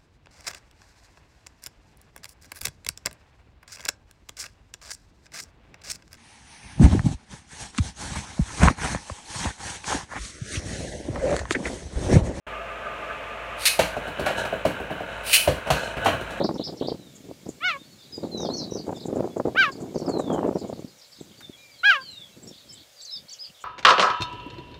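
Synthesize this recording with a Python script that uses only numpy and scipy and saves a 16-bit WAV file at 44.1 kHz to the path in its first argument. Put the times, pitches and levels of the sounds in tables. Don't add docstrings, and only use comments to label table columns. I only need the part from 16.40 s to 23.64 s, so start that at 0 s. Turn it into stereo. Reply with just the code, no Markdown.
import sys
import numpy as np
from scipy import signal
from scipy.fft import rfft, irfft
from scipy.io import wavfile
from scipy.ndimage import map_coordinates

SR = 44100
rng = np.random.default_rng(int(sys.argv[2]) if len(sys.argv) > 2 else 0)


def generate_wav(signal):
    frames = np.transpose(np.atleast_2d(signal))
    scaled = np.clip(frames, -1, 1) * 32767
    pcm = np.round(scaled).astype(np.int16)
    wavfile.write(sys.argv[1], SR, pcm)


N = 319284
T = np.arange(N) / SR
FREQ = np.maximum(np.fft.rfftfreq(N, 1 / SR), 1)
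SIDES = np.array([[.5], [-.5]])


def undb(db):
    return 10 ** (np.asarray(db) / 20)


def unit(x):
    return x / np.sqrt(np.mean(np.abs(x) ** 2) + 1e-20)


def over_time(points, t):
    return np.interp(t, *np.transpose(points))


def over_frequency(points, hz):
    f, value = np.transpose(points)
    return np.interp(np.log(hz), np.log(f), value)


def noise(gain):
    return unit(irfft(rfft(rng.standard_normal(N)) * gain, N))


def wobble(hz, size):
    knots = rng.standard_normal(size // 4 + 8)
    used = int(size * min(2 * hz / SR, 1 / 4)) + 8
    return map_coordinates(knots[:used], [np.arange(size) * 2 * hz / SR], order=3, mode="mirror")


def add(out, sound, s):
    i = int(s * SR)
    part = sound[..., max(-i, 0):N - i]
    out[..., max(i, 0):max(i, 0) + part.shape[-1]] += part


def scatter(x, t60_s):
    t = T[:SR // 2]
    tail = rng.standard_normal((2, len(t))) * np.exp(-np.log(1000) * t / t60_s)
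    tail *= 1 - np.exp(-t / 0.0041)
    tail /= np.linalg.norm(tail, axis=1, keepdims=True)
    return signal.fftconvolve(x[None], tail, axes=1)[:, :N]


# frequency_hz, gain_db
AIR_SPECTRUM = [(24, -28), (40, -7.5), (123, -8.5), (350, -11), (577, 3.5), (637, -2), (1020, -6.5),
                (1910, -5.5), (2160, -6.5), (2570, -5.5), (3740, -4), (7160, -5.5), (9890, -12),
                (13700, -13), (15500, -13)]


def plain_air(hiss_db=-54.5, lift_db=0.57, whirr_hz=2220, whirr_db=-72):
    colour = undb(over_frequency(AIR_SPECTRUM, FREQ))
    alike = 1 / (1 + FREQ / 900)
    mid = noise(colour * np.sqrt(1 + alike))
    side = noise(colour * np.sqrt(1 - alike))
    whirr = noise(np.exp(-((FREQ - whirr_hz) / 90) ** 2 / 2))
    whirr *= unit(undb(4.3 * wobble(17, N)))
    return undb(hiss_db + lift_db) * unit(mid + 1.8 * SIDES * side) + undb(whirr_db) * whirr


# time_s, left_lead_rad
WIND_SLANT = [(0, -1.1), (.5, 1.6), (1.8, 1.4), (2.2, 1.6), (2.7, 1.48), (3.1, 1.35), (3.7, 1.16),
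              (4.3, 1.62), (5, -0.74), (7.2, -2.3)]
# centre_s, peak_db, pitch_hz
EDDIES = [(0.005, -10, 534), (0.014, -8.5, 480), (0.0474, -6, 407), (0.0925, -12, 590), (0.1128, -23, 440),
          (0.1573, -18.5, 418), (0.1976, -14, 424), (0.4133, -9, 346), (0.4229, -12, 502),
          (0.4854, -8, 465), (0.5194, -11.5, 350), (0.9134, -19.5, 456), (1.092, -20, 355),
          (1.781, -17.5, 362), (1.833, -20, 374), (1.9484, -13.5, 336), (2.0511, -9, 560),
          (2.0902, -10, 513), (2.3225, -12.5, 360), (2.3568, -12, 380), (2.482, -13, 403),
          (2.657, -17, 331), (2.69, -15, 396), (2.729, -9.5, 374), (2.76, -12, 510), (2.77, -11, 420),
          (2.807, -7, 433), (2.843, -13.5, 450), (2.876, -16.5, 563), (2.9687, -15, 516), (3, -9, 760),
          (3.0554, -10, 515), (3.0733, -10, 392), (3.0832, -8, 460), (3.1485, -17.5, 440),
          (3.16, -14.5, 585), (3.5599, -9, 306), (3.565, -12, 328), (3.602, -16, 500), (3.62, -16, 475),
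          (3.683, -9, 515), (3.7397, -14, 387), (3.796, -11, 456), (3.9031, -7.5, 533), (3.9183, -9, 550),
          (3.947, -9.5, 547), (3.962, -10, 650), (3.982, -12, 720), (3.992, -13, 780), (4.0314, -8.5, 730),
          (4.045, -11, 400), (4.062, -32, 297), (4.091, -22, 280), (4.0799, -9, 444), (4.1126, -12.5, 520),
          (4.1581, -8.5, 447), (4.2996, -12, 501), (4.329, -12.5, 432), (4.4473, -20, 239),
          (4.8125, -23, 317), (5.098, -24.5, 282)]


def thumps(gain_db=-3, width_cycles=0.53, snap=0.21):
    out = np.zeros((2, N))
    t = T[:SR // 40] - .0125
    polarities = np.pi * rng.integers(0, 2, (len(EDDIES), 2))
    for (s, db, hz), (swing_rad, core_rad) in zip(EDDIES, polarities):
        phase = 2 * np.pi * hz * t + SIDES * over_time(WIND_SLANT, s) * 0.79
        envelope = np.exp(-(t * hz / width_cycles) ** 2)
        pressure = np.cos(phase + swing_rad) + snap * np.cos(2 * phase + core_rad)
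        add(out, undb(db + gain_db) * envelope * pressure, s + t[0])
    return out


# time_s, level_db
BREEZE_LEVEL = [(0, -40), (.58, -42), (.7, -50), (1.4, -51.5), (1.62, -57.5), (1.85, -33.5), (2.7, -37),
                (4.42, -39), (4.6, -76.5), (5.02, -54), (5.25, -69), (5.7, -57), (6.35, -68), (6.55, -86),
                (7.24, -94)]
# start_s, length_s, level_db
WIND_GUSTS = [(0.003, 0.013, -15.5), (0.035, 0.023, -19.5), (.083, 0.029, -22), (0.143, 0.018, -27),
              (.194, 0.015, -26), (0.267, 0.042, -31.5), (0.323, 0.014, -33), (0.417, 0.0096, -18),
              (0.443, 0.058, -29.5), (0.508, 0.038, -31), (0.842, 0.083, -39.5), (1.063, 0.031, -32),
              (1.778, 0.012, -34.5), (1.831, 0.021, -27.5), (1.95, .1, -32), (2.034, 0.068, -25.5),
              (2.096, 0.147, -31), (2.347, 0.017, -24), (2.469, 0.058, -24), (2.654, 0.0069, -28.5),
              (2.683, 0.066, -27.5), (2.746, 0.057, -23), (2.826, 0.045, -22.5), (2.898, .015, -33),
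              (2.962, 0.043, -22.5), (3.055, 0.029, -17), (3.098, .025, -35), (3.187, 0.1, -40),
              (3.385, 0.088, -32.5), (3.544, 0.026, -27), (3.603, 0.07, -26.5), (3.669, 0.05, -21.5),
              (3.73, 0.078, -22.5), (3.814, .035, -27), (3.879, 0.036, -20), (3.906, 0.086, -17.5),
              (4.009, 0.044, -18.5), (4.047, 0.045, -14), (4.107, 0.019, -24.5), (4.147, 0.024, -22.5),
              (4.218, 0.051, -30), (4.288, 0.013, -25.5), (4.318, 0.014, -26), (4.378, 0.016, -39),
              (4.788, 0.12, -49.5), (5.969, 0.027, -46), (6.022, 0.095, -43.5), (6.256, 0.17, -53.5),
              (6.766, 0.09, -56.5), (7.086, 0.018, -56)]


def wind_level(attack_s=0.0041, release_s=0.0079, wake_db=-16, wake_s=.006,
               sputter_db=2.6, sputter_hz=30):
    power = undb(over_time(BREEZE_LEVEL, T)) ** 2
    for s, length, db in WIND_GUSTS:
        t = T[:int((length + .12) * SR)] - .04
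        decay = np.maximum(-t, 0) / attack_s + np.maximum(t - length, 0) / release_s
        add(power, (undb(db) * np.exp(-decay)) ** 2, s + t[0])
    for s, db, _ in EDDIES:
        add(power, (undb(db + wake_db) * np.exp(-T[:SR // 20] / wake_s)) ** 2, s)
    return 10 * np.log10(power) + sputter_db * np.tanh(wobble(sputter_hz, N))


# frequency_hz, density_db
WIND_SPECTRUM = [(15, -39.5), (25, -41.5), (73, -19.5), (178, -6.5), (301, -3), (345, -2.5), (380, -2.5),
                 (444, -4), (779, -11), (1940, -38.5), (2600, -45.5), (3380, -55.5), (5720, -120)]


def wind(gain_db=-2, lull_db=-5, buffet_db=3.5, ceiling_db=-17, brighten=0.26, apart=0.68):
    force = undb(wind_level() + gain_db)
    force *= unit(undb(buffet_db * np.clip(wobble(80, N), -1.6, 1.8)))
    lulls = np.zeros(N)
    for s, _, _ in EDDIES:
        add(lulls, np.hanning(SR // 40), s - .022)
    force *= undb(lull_db * np.minimum(lulls, 1))
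    force_db = ceiling_db + 20 * np.log10(np.tanh(force / undb(ceiling_db)) + 1e-9)
    colour = undb(over_frequency(WIND_SPECTRUM, FREQ))
    colour /= np.linalg.norm(colour)
    spectra = [colour * np.exp(2j * np.pi * rng.random(len(FREQ))) for _ in range(2)]
    out = 0
    for hz in 25 * 2 ** np.arange(8):
        octave = np.maximum(1 - np.abs(np.log2(FREQ / hz)), 0)
        common, differing = (np.fft.ifft(z * octave, N) * N * np.sqrt(2) for z in spectra)
        smallness = np.tanh((hz / 380) ** 1.6)
        lead = over_time(WIND_SLANT, T) * smallness / 2
        mid = common.real * np.cos(lead)
        side = apart * smallness ** .5 * differing.real - common.imag * np.sin(lead)
        tilt_db = brighten * np.log2(np.clip(hz, 100, 1000) / 300) * (force_db + 23.0)
        out = out + (mid + 2 * SIDES * side) * undb(force_db + tilt_db)
    return out


def sing(hz, rasp_hz, flutter=0.9, rasp_db=4, fade_db=3, octave_db=-44):
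    n = len(hz)
    swell_db = rasp_db * np.tanh(rasp_hz / 200) * wobble(114.9, n)
    swell_db += fade_db * np.clip(wobble(27, n), -2.2, .8)
    phase = 2 * np.pi * np.cumsum(hz + rasp_hz * flutter * wobble(400, n)) / SR
    tone = np.sin(phase) + undb(octave_db) * np.sin(2 * phase)
    return unit(np.hanning(n) ** .25 * undb(swell_db) * tone)


def note(length_s, first_hz, middle_hz, last_hz, rasp_hz):
    u = np.linspace(0, 1, int(length_s * SR))
    bend_hz = 4 * middle_hz - 2 * first_hz - 2 * last_hz
    return sing(first_hz + (last_hz - first_hz) * u + bend_hz * u * (1 - u), rasp_hz)


# offset_s, length_s, first_hz, middle_hz, last_hz, rasp_hz, level_db
WARBLE_NOTES = [(-.108, .026, 6000, 5400, 4330, 600, -15), (-.076, 0.03, 4300, 3720, 3230, 450, -12),
                (-.05, 0.045, 3780, 3835, 3810, 280, -8.5), (-.002, 0.02, 4360, 5050, 4260, 300, -1.5),
                (.01, 0.025, 5300, 4600, 3320, 342, -5.5)]
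TWITTER_NOTES = [(0, 0.0194, 6140, 6100, 5840, 300, -1.5), (.013, 0.0124, 6030, 5550, 4900, 330, -10),
                 (.027, 0.0133, 6810, 6010, 5600, 262, 2), (.039, 0.0147, 7000, 6060, 5570, 300, 4),
                 (.056, 0.03, 5700, 5200, 4750, 340, -1.5), (.08, 0.0103, 4560, 4880, 5250, 221, 2.5),
                 (.092, 0.02, 5270, 4720, 4080, 220, 0)]
CHIRRUP_NOTES = [(-.064, 0.031, 5780, 5410, 4800, 170, 1), (-.026, .016, 3890, 4710, 5430, 250, 9),
                 (-.002, 0.0222, 5000, 4200, 3700, 200, 5.5)]
# time_s, pitch_ratio, level_db
WARBLE_REPEATS = [(0.036, 1, -27), (0.249, 1.02, -27.5), (0.472, .97, -30)]
TWITTER_REPEATS = [(1.973, 0.97, -37), (2.135, 0.95, -33.5), (2.306, 0.94, -38.5)]
CHIRRUP_REPEATS = [(1.647, 0.93, -54.5), (1.855, 0.9, -55), (2.624, 0.93, -48), (3.604, 1.15, -48.5),
                   (4.208, 1, -50.5), (4.354, 0.94, -57.5), (4.5, 1, -57.5), (4.64, 1.03, -53),
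                   (4.788, 0.96, -54), (4.939, 0.72, -59), (6.202, 0.88, -53), (6.42, 0.85, -55)]


def phrases():
    song = np.zeros(N)
    for notes, repeats in ((WARBLE_NOTES, WARBLE_REPEATS), (TWITTER_NOTES, TWITTER_REPEATS),
                           (CHIRRUP_NOTES, CHIRRUP_REPEATS)):
        for s, ratio, db in repeats:
            for offset, length, *pitches, rasp_hz, note_db in notes:
                tone = note(length, *(ratio * np.array(pitches)), rasp_hz)
                add(song, undb(db + note_db) * tone, s + offset)
    return song


def far_birds(chorus_db=-66, direct_db=-9, pan_db=-6, count=260):
    out = np.zeros((2, N))
    for when, pitch, glide, size, side in rng.random((count, 5)):
        hz = rng.choice([3700, 4700, 7100]) * (.9 + .2 * pitch)
        drop_hz = 900 * (glide - .25)
        chip = note(0.023 + 0.052 * size, hz + drop_hz, hz, hz - drop_hz, rasp_hz=260)
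        add(out, undb(chorus_db + SIDES * pan_db * side) * chip, when * (N - 1) / SR)
    return undb(direct_db) * out + scatter(out.mean(axis=0), t60_s=0.48) * undb(SIDES * pan_db)


# start_s, first_hz, last_hz, level_db
SWEEPS = [(0.235, 4650, 5930, -33.5), (1.055, 4560, 6540, -55), (3.316, 5400, 4150, -42),
          (3.355, 5170, 4240, -50), (3.548, 5480, 4230, -45.5), (3.66, 5600, 4400, -40.5),
          (4.718, 5420, 4250, -46), (6.6, 4460, 3550, -43.5), (6.607, 4520, 7000, -45),
          (6.625, 4400, 4630, -42.5), (6.646, 7170, 5000, -40.5), (6.884, 4160, 6560, -41),
          (6.76, 5000, 4220, -36), (6.927, 7400, 4680, -37), (7.038, 5020, 4110, -38),
          (7.145, 3800, 3070, -52)]


def sweeps(length_s=.02):
    song = np.zeros(N)
    for s, first, last, db in SWEEPS:
        add(song, undb(db) * note(length_s, first, np.sqrt(first * last), last, rasp_hz=150), s)
    return song


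# start_s, length_s, first_hz, last_hz, rasp_hz, level_db
FALLING_WHISTLES = [(0.566, 0.24, 4180, 3170, 60, -59), (1.578, .065, 3730, 3430, 66, -53.5),
                    (1.663, 0.19, 4010, 3630, 37, -58), (1.723, 0.056, 5070, 4790, 18, -36),
                    (1.913, 0.16, 4230, 3573, 8.8, -37.5), (2.048, 0.028, 3650, 3150, 12, -42.5),
                    (2.25, 0.25, 3900, 3795, 66, -55.5), (2.543, 0.038, 3710, 3550, 190, -47.5),
                    (2.705, .04, 3700, 3350, 40, -64), (2.895, 0.054, 3440, 3390, 20, -59),
                    (3.679, 0.4, 4600, 2604, 64, -48), (5.018, 0.064, 3700, 3480, 93, -46),
                    (5.102, 0.053, 3700, 3265, 50, -48.5), (5.17, 0.062, 3990, 3790, 74, -56),
                    (5.308, 0.13, 4950, 3840, 80, -52), (5.327, 0.095, 3440, 3100, 60, -58.5),
                    (5.598, 0.31, 4793, 3103, 65, -43.5), (5.602, 0.2, 3310, 2666, 99, -54),
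                    (5.903, 0.074, 2720, 2650, 28, -59), (5.92, 0.033, 3940, 3850, 34, -57),
                    (6.255, 0.12, 3310, 3007, 40.2, -57), (6.556, 0.056, 5000, 4450, 110, -49.5),
                    (6.452, 0.075, 3800, 3700, 30, -66), (6.84, 0.12, 3300, 3180, 18, -66)]


def falling_whistles(sag=0.079, fade_db_per_s=-46.5, flicker_db=4.2, flicker_hz=43.5,
                     trail_s=0.032, trail_db=-1):
    song = np.zeros(N)
    for s, length, first, last, rasp_hz, db in FALLING_WHISTLES:
        middle = (first + last) / 2 - sag * (first - last)
        tone = note(length, first, middle, last, rasp_hz / 2)
        unrest = np.tanh(rasp_hz / 50)
        waver_db = flicker_db * unrest * np.minimum(wobble(flicker_hz, len(tone)), 1)
        tone = undb(db) * unit(tone * undb(fade_db_per_s * T[:len(tone)] + waver_db))
        add(song, tone, s)
        trail = rng.standard_normal(SR // 5) * np.exp(-T[:SR // 5] / trail_s)
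        reflections = signal.fftconvolve(tone, trail / np.linalg.norm(trail))
        add(song, undb(trail_db) * unrest ** 2 * reflections, s)
    return song


# start_s, level_db
RASPY_CHIPS = [(0.743, -48), (1.079, -42.5), (1.745, -49.5), (2.455, -51), (2.505, -53), (2.554, -50),
               (2.649, -43), (2.748, -48), (2.85, -55), (2.96, -52.5), (3.06, -55), (3.31, -49), (3.4, -46),
               (3.575, -45), (3.679, -43), (3.782, -39.5), (3.922, -43), (4.06, -55), (4.175, -46),
               (4.272, -50), (4.385, -56), (4.575, -53.5), (4.73, -63), (4.825, -53.5), (6.067, -48),
               (6.313, -49), (7.2, -47)]


def raspy_chips(length_s=0.036, centre_hz=7100, sharpness=6, rattle_db=3.0, rattle_hz=130):
    envelope = np.zeros(N)
    for s, db in RASPY_CHIPS:
        add(envelope, undb(db) * np.hanning(int(length_s * SR)) ** .5, s)
    resonance = (1 + ((FREQ / centre_hz - centre_hz / FREQ) * sharpness) ** 2) ** -.8
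    rattle = unit(undb(rattle_db * wobble(rattle_hz, N)))
    return envelope * rattle * noise(resonance)


# centre_hz, width_hz, gain_db
FORMANTS = [(548, 170, -13), (1327, 420, 0), (1612, 400, 8.5), (2730, 560, 2), (2890, 940, -5),
            (3700, 546, -24.5), (4800, 900, -33)]


def vocal_tract(hz):
    return sum(undb(db) / (1 + ((hz / f - f / hz) * f / width) ** 2) for f, width, db in FORMANTS)


def gesture(call, t, onset_db=-24.5, slack_db=-14.5, release_db=-22.5, break_db=3.5,
            break_width_s=0.021, slack_rough=0.4, jaw_sag=0.05):
    start, top, end, rise_s, fall_s, release_s, top_hz, slack_hz, db = call[:9]
    break_rough, break_s, speak_s, close_s, tilt, _ = call[9:]
    since = t - top
    slack = 1 - np.exp(-np.where(since < 0, np.abs(since / rise_s) ** 3, (since / fall_s) ** 2))
    breaking = np.exp(-((since - break_s) / break_width_s) ** 2)
    release, closing = (np.clip(1 - (end - t) / s, 0, 1) for s in (release_s, close_s))
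    pitch_hz = top_hz + (slack_hz - top_hz) * slack
    level_db = db + np.where(since < 0, onset_db, slack_db) * slack
    level_db += break_db * breaking + release_db * release ** 0.88
    roughness = slack_rough * slack + break_rough * breaking
    tilt_db_per_octave = tilt - 2 * slack - 31 * closing
    speaking = np.clip((t - start) / speak_s, .4, 1)
    jaw = 1 - jaw_sag * slack
    return pitch_hz, level_db, roughness, tilt_db_per_octave, speaking, jaw


def breath(cycles, roughness, mouth, rasp_db=-15, rasp_floor=.22, hiss_db=-43.5, hiss_hz=7200):
    n = len(cycles)
    puffs = rfft(rng.standard_normal(n) * (1 + 0.22 * np.cos(2 * np.pi * cycles)))
    f = np.maximum(np.fft.rfftfreq(n, 1 / SR), 1)
    rasp = unit(irfft(puffs * vocal_tract(f / mouth) * np.minimum(f / 4500, 1) ** 1.8, n))
    hiss = unit(irfft(puffs * (hiss_hz / f) ** 2 / (1 + (hiss_hz / f) ** 10), n))
    return undb(rasp_db) * (roughness + rasp_floor) * rasp + undb(hiss_db) * hiss


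def chirp(call, mouth, jitter=0.018, shimmer=0.33, doubling=0.068, clean_hz=8000, hoarse_hz=5200,
          soft_db=-21):
    start, _, end, *_, fundamental_db = call
    t = np.arange(start, end, 1 / SR)
    n = len(t)
    hz, db, roughness, tilt, speaking, jaw = gesture(call, t)
    cycles = np.cumsum(hz * (1 + 0.0036 * wobble(50.6, n))) / SR
    cycles += jitter * roughness * wobble(257.7, n)
    cutoff_hz = clean_hz * np.minimum(undb(0.37 * (db - soft_db)), speaking)
    voice, power = 0, 0
    for k in range(1, 16):
        partial_hz = k * hz
        waver_db = 0.9 * min(k, 5) * np.tanh(wobble(39.5, n))
        tilt_db = tilt * np.log2(np.clip(partial_hz, 1000, 3100) / 1500)
        gain = vocal_tract(partial_hz / (mouth * jaw)) / (1 + (partial_hz / cutoff_hz) ** 6)
        gain *= undb(tilt_db + waver_db + fundamental_db * (k == 1))
        subharmonic = doubling * np.tanh(partial_hz / 4000) * np.cos(np.pi * cycles)
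        uneven = 1 + roughness * (shimmer * wobble(201, n) + subharmonic)
        stray_rad = np.minimum(partial_hz / hoarse_hz, 1.3) ** 4 * (.08 + 1.8 * roughness)
        voice += gain * uneven * np.cos(2 * np.pi * k * cycles + stray_rad * wobble(180, n))
        power += gain ** 2 / 2
    edges = np.clip(np.minimum(t - t[0], t[-1] - t) / 0.0046, 0, 1)
    return (voice / np.sqrt(power) + breath(cycles, roughness, mouth)) * undb(db) * edges


# start_s, top_s, end_s, rise_s, fall_s, release_s, top_hz, slack_hz, level_db,
# break_roughness, top_to_break_s, speak_s, mouth_close_s, tilt_db_per_octave, fundamental_db
CALLS = [(1.203, 1.266, 1.395, 0.045, 0.052, 0.028, 739, 545, -19.5, 0.5, 0.044, 0.06, 0.069, 9, 10),
         (3.149, 3.2, 3.318, 0.037, 0.048, 0.022, 786, 536, -12.5, 0.33, 0.041, 0.04, 0.054, -0.5, -3.5),
         (5.431, 5.478, 5.635, 0.051, 0.06, 0.067, 829, 522, -11.5, 0.26, 0.032, 0.02, 0.076, -1, -2)]
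MOUTH_OPENINGS = [0.863, 0.98, 0.99]
# frequency_hz, left_lead_rad
VOICE_PHASE = [(430, .3), (1600, -.35), (2240, -1), (3300, -2.7), (4570, -5.2), (5860, -6.1),
               (12000, -12.5)]
# frequency_hz, left_minus_right_db
VOICE_BALANCE = [(600, -1.5), (1500, -4), (2400, -1.5), (3400, -16.5), (6000, -7.5), (12000, -6)]


def cheetah(direct_db=-1.57, field_db=-38, echo_db=-17, echo_s=.0069):
    voice = np.zeros(N)
    for call, mouth in zip(CALLS, MOUTH_OPENINGS):
        add(voice, chirp(call, mouth), call[0])
    balance = undb(SIDES * over_frequency(VOICE_BALANCE, FREQ) + direct_db)
    lead = np.exp(1j * SIDES * over_frequency(VOICE_PHASE, FREQ))
    comb = 1 + undb(echo_db) * np.exp(-2j * np.pi * FREQ * echo_s)
    direct = irfft(rfft(voice) * balance * lead * comb, N)
    return direct + undb(field_db) * scatter(voice, t60_s=0.76)


# start_s, length_s, top_hz, level_db
ARCHED_WHISTLES = [(1.367, 0.086, 3730, -53), (1.413, 0.17, 4580, -56.5), (2.09, 0.14, 4450, -35),
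                   (4.973, 0.031, 4760, -52), (5.123, 0.24, 2444, -54.5), (6.07, 0.032, 5700, -43),
                   (6.287, 0.038, 5440, -43), (6.697, 0.08, 5290, -34.5), (6.9, 0.039, 4680, -42.5),
                   (6.986, 0.086, 5154, -37)]


def arched_whistles(first_ratio=0.72, last_ratio=.88, scoop_share=.11):
    song = np.zeros(N)
    for s, length, top_hz, db in ARCHED_WHISTLES:
        u = np.linspace(0, 1, int(length * SR))
        contour = 1 - (1 - first_ratio) * np.exp(-u / scoop_share) - (1 - last_ratio) * u ** 3
        add(song, undb(db) * sing(top_hz * contour, rasp_hz=35), s)
    return song


# start_s, end_s, spacing_s, pitch_hz, level_db
CHATTER_RUNS = [(4.716, 4.767, 0.021, 4510, -59), (6.098, 6.159, 0.019, 3700, -52.5),
                (6.345, 6.403, 0.022, 3610, -51), (6.881, 6.96, 0.024, 3320, -56),
                (7.015, 7.1, 0.023, 3105, -54.5), (7.15, 7.22, 0.021, 3270, -56.5)]


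def chatter(note_s=0.053, drop=0.148, spread=0.089):
    song = np.zeros(N)
    for start, end, spacing_s, pitch_hz, db in CHATTER_RUNS:
        times = np.arange(start, end - note_s / 2, spacing_s)
        for s, (late, high) in zip(times, rng.uniform(-0.91, 1, (len(times), 2))):
            hz = pitch_hz * (1 + spread * high)
            tone = note(note_s, hz * (1 + drop), hz, hz * (1 - drop), rasp_hz=200)
            add(song, undb(db) * tone, s + late * spacing_s / 3)
    return song


# start_s, level_db
HIGH_PEEPS = [(4.803, -49), (5.71, -51.5), (6.028, -45), (6.327, -42), (6.617, -43), (6.909, -51),
              (7.219, -56)]


def peeps(length_s=0.019, hz=7660, glide_hz=130):
    song = np.zeros(N)
    for s, db in HIGH_PEEPS:
        add(song, undb(db) * note(length_s, hz - glide_hz, hz, hz + glide_hz, rasp_hz=60), s)
    return song


# start_s, level_db
DRY_TICK = [(5.006, -42.5)]


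def tick(decay_s=0.013, body_hz=1500, body_db=10):
    envelope = np.zeros(N)
    for s, db in DRY_TICK:
        add(envelope, undb(db) * np.exp(-T[:SR // 20] / decay_s), s)
    rolloff = 1 / np.sqrt(1 + (FREQ / 5000) ** 2)
    body = undb(body_db) / (1 + ((FREQ - body_hz) / 250) ** 2)
    return envelope * noise(rolloff + body)


# start_s, first_hz, last_hz, level_db
FALLING_TRILL = (6.65, 4550, 3620, -39.5)


def trill(note_s=.0195, first_drop=0.123, last_drop=0.085, count=7):
    song = np.zeros(N)
    s, first_hz, last_hz, db = FALLING_TRILL
    for k in range(count):
        progress = np.sqrt(k / (count - 1))
        hz = first_hz + (last_hz - first_hz) * progress
        drop = first_drop + (last_drop - first_drop) * progress
        tone = note(note_s, hz * (1 + drop), hz, hz * (1 - drop / 2), rasp_hz=50)
        add(song, undb(db) * tone, s + k * note_s)
    return song


def near_birds(gain_db=-2, field_db=-7, phrase_direct_db=-3.5, blur_db=-5, pan_db=-4, lead_rad=-1.5):
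    clear = falling_whistles() + arched_whistles() + peeps() + sweeps()
    clear += chatter() + raspy_chips() + trill()
    in_grass = phrases()
    direct = irfft(rfft(clear + undb(phrase_direct_db) * in_grass) * np.exp(1j * SIDES * lead_rad), N)
    diffuse = undb(field_db) * scatter(clear, t60_s=0.15) + undb(blur_db) * scatter(in_grass, t60_s=0.18)
    return (direct + diffuse) * undb(gain_db + SIDES * pan_db)


def scene(wind_pan_db=-1.2):
    calls = cheetah()
    buffeting = (wind() + thumps()) * undb(SIDES * wind_pan_db)
    return calls + buffeting + tick() + near_birds() + far_birds() + plain_air()


def record(dry, low_cut_hz=42, high_cut_hz=15550):
    thinned = signal.sosfilt(signal.butter(2, low_cut_hz, "high", fs=SR, output="sos"), dry)
    return signal.sosfilt(signal.ellip(10, .2, 80, high_cut_hz, fs=SR, output="sos"), thinned)


dry = scene()
out = record(dry)
generate_wav(out)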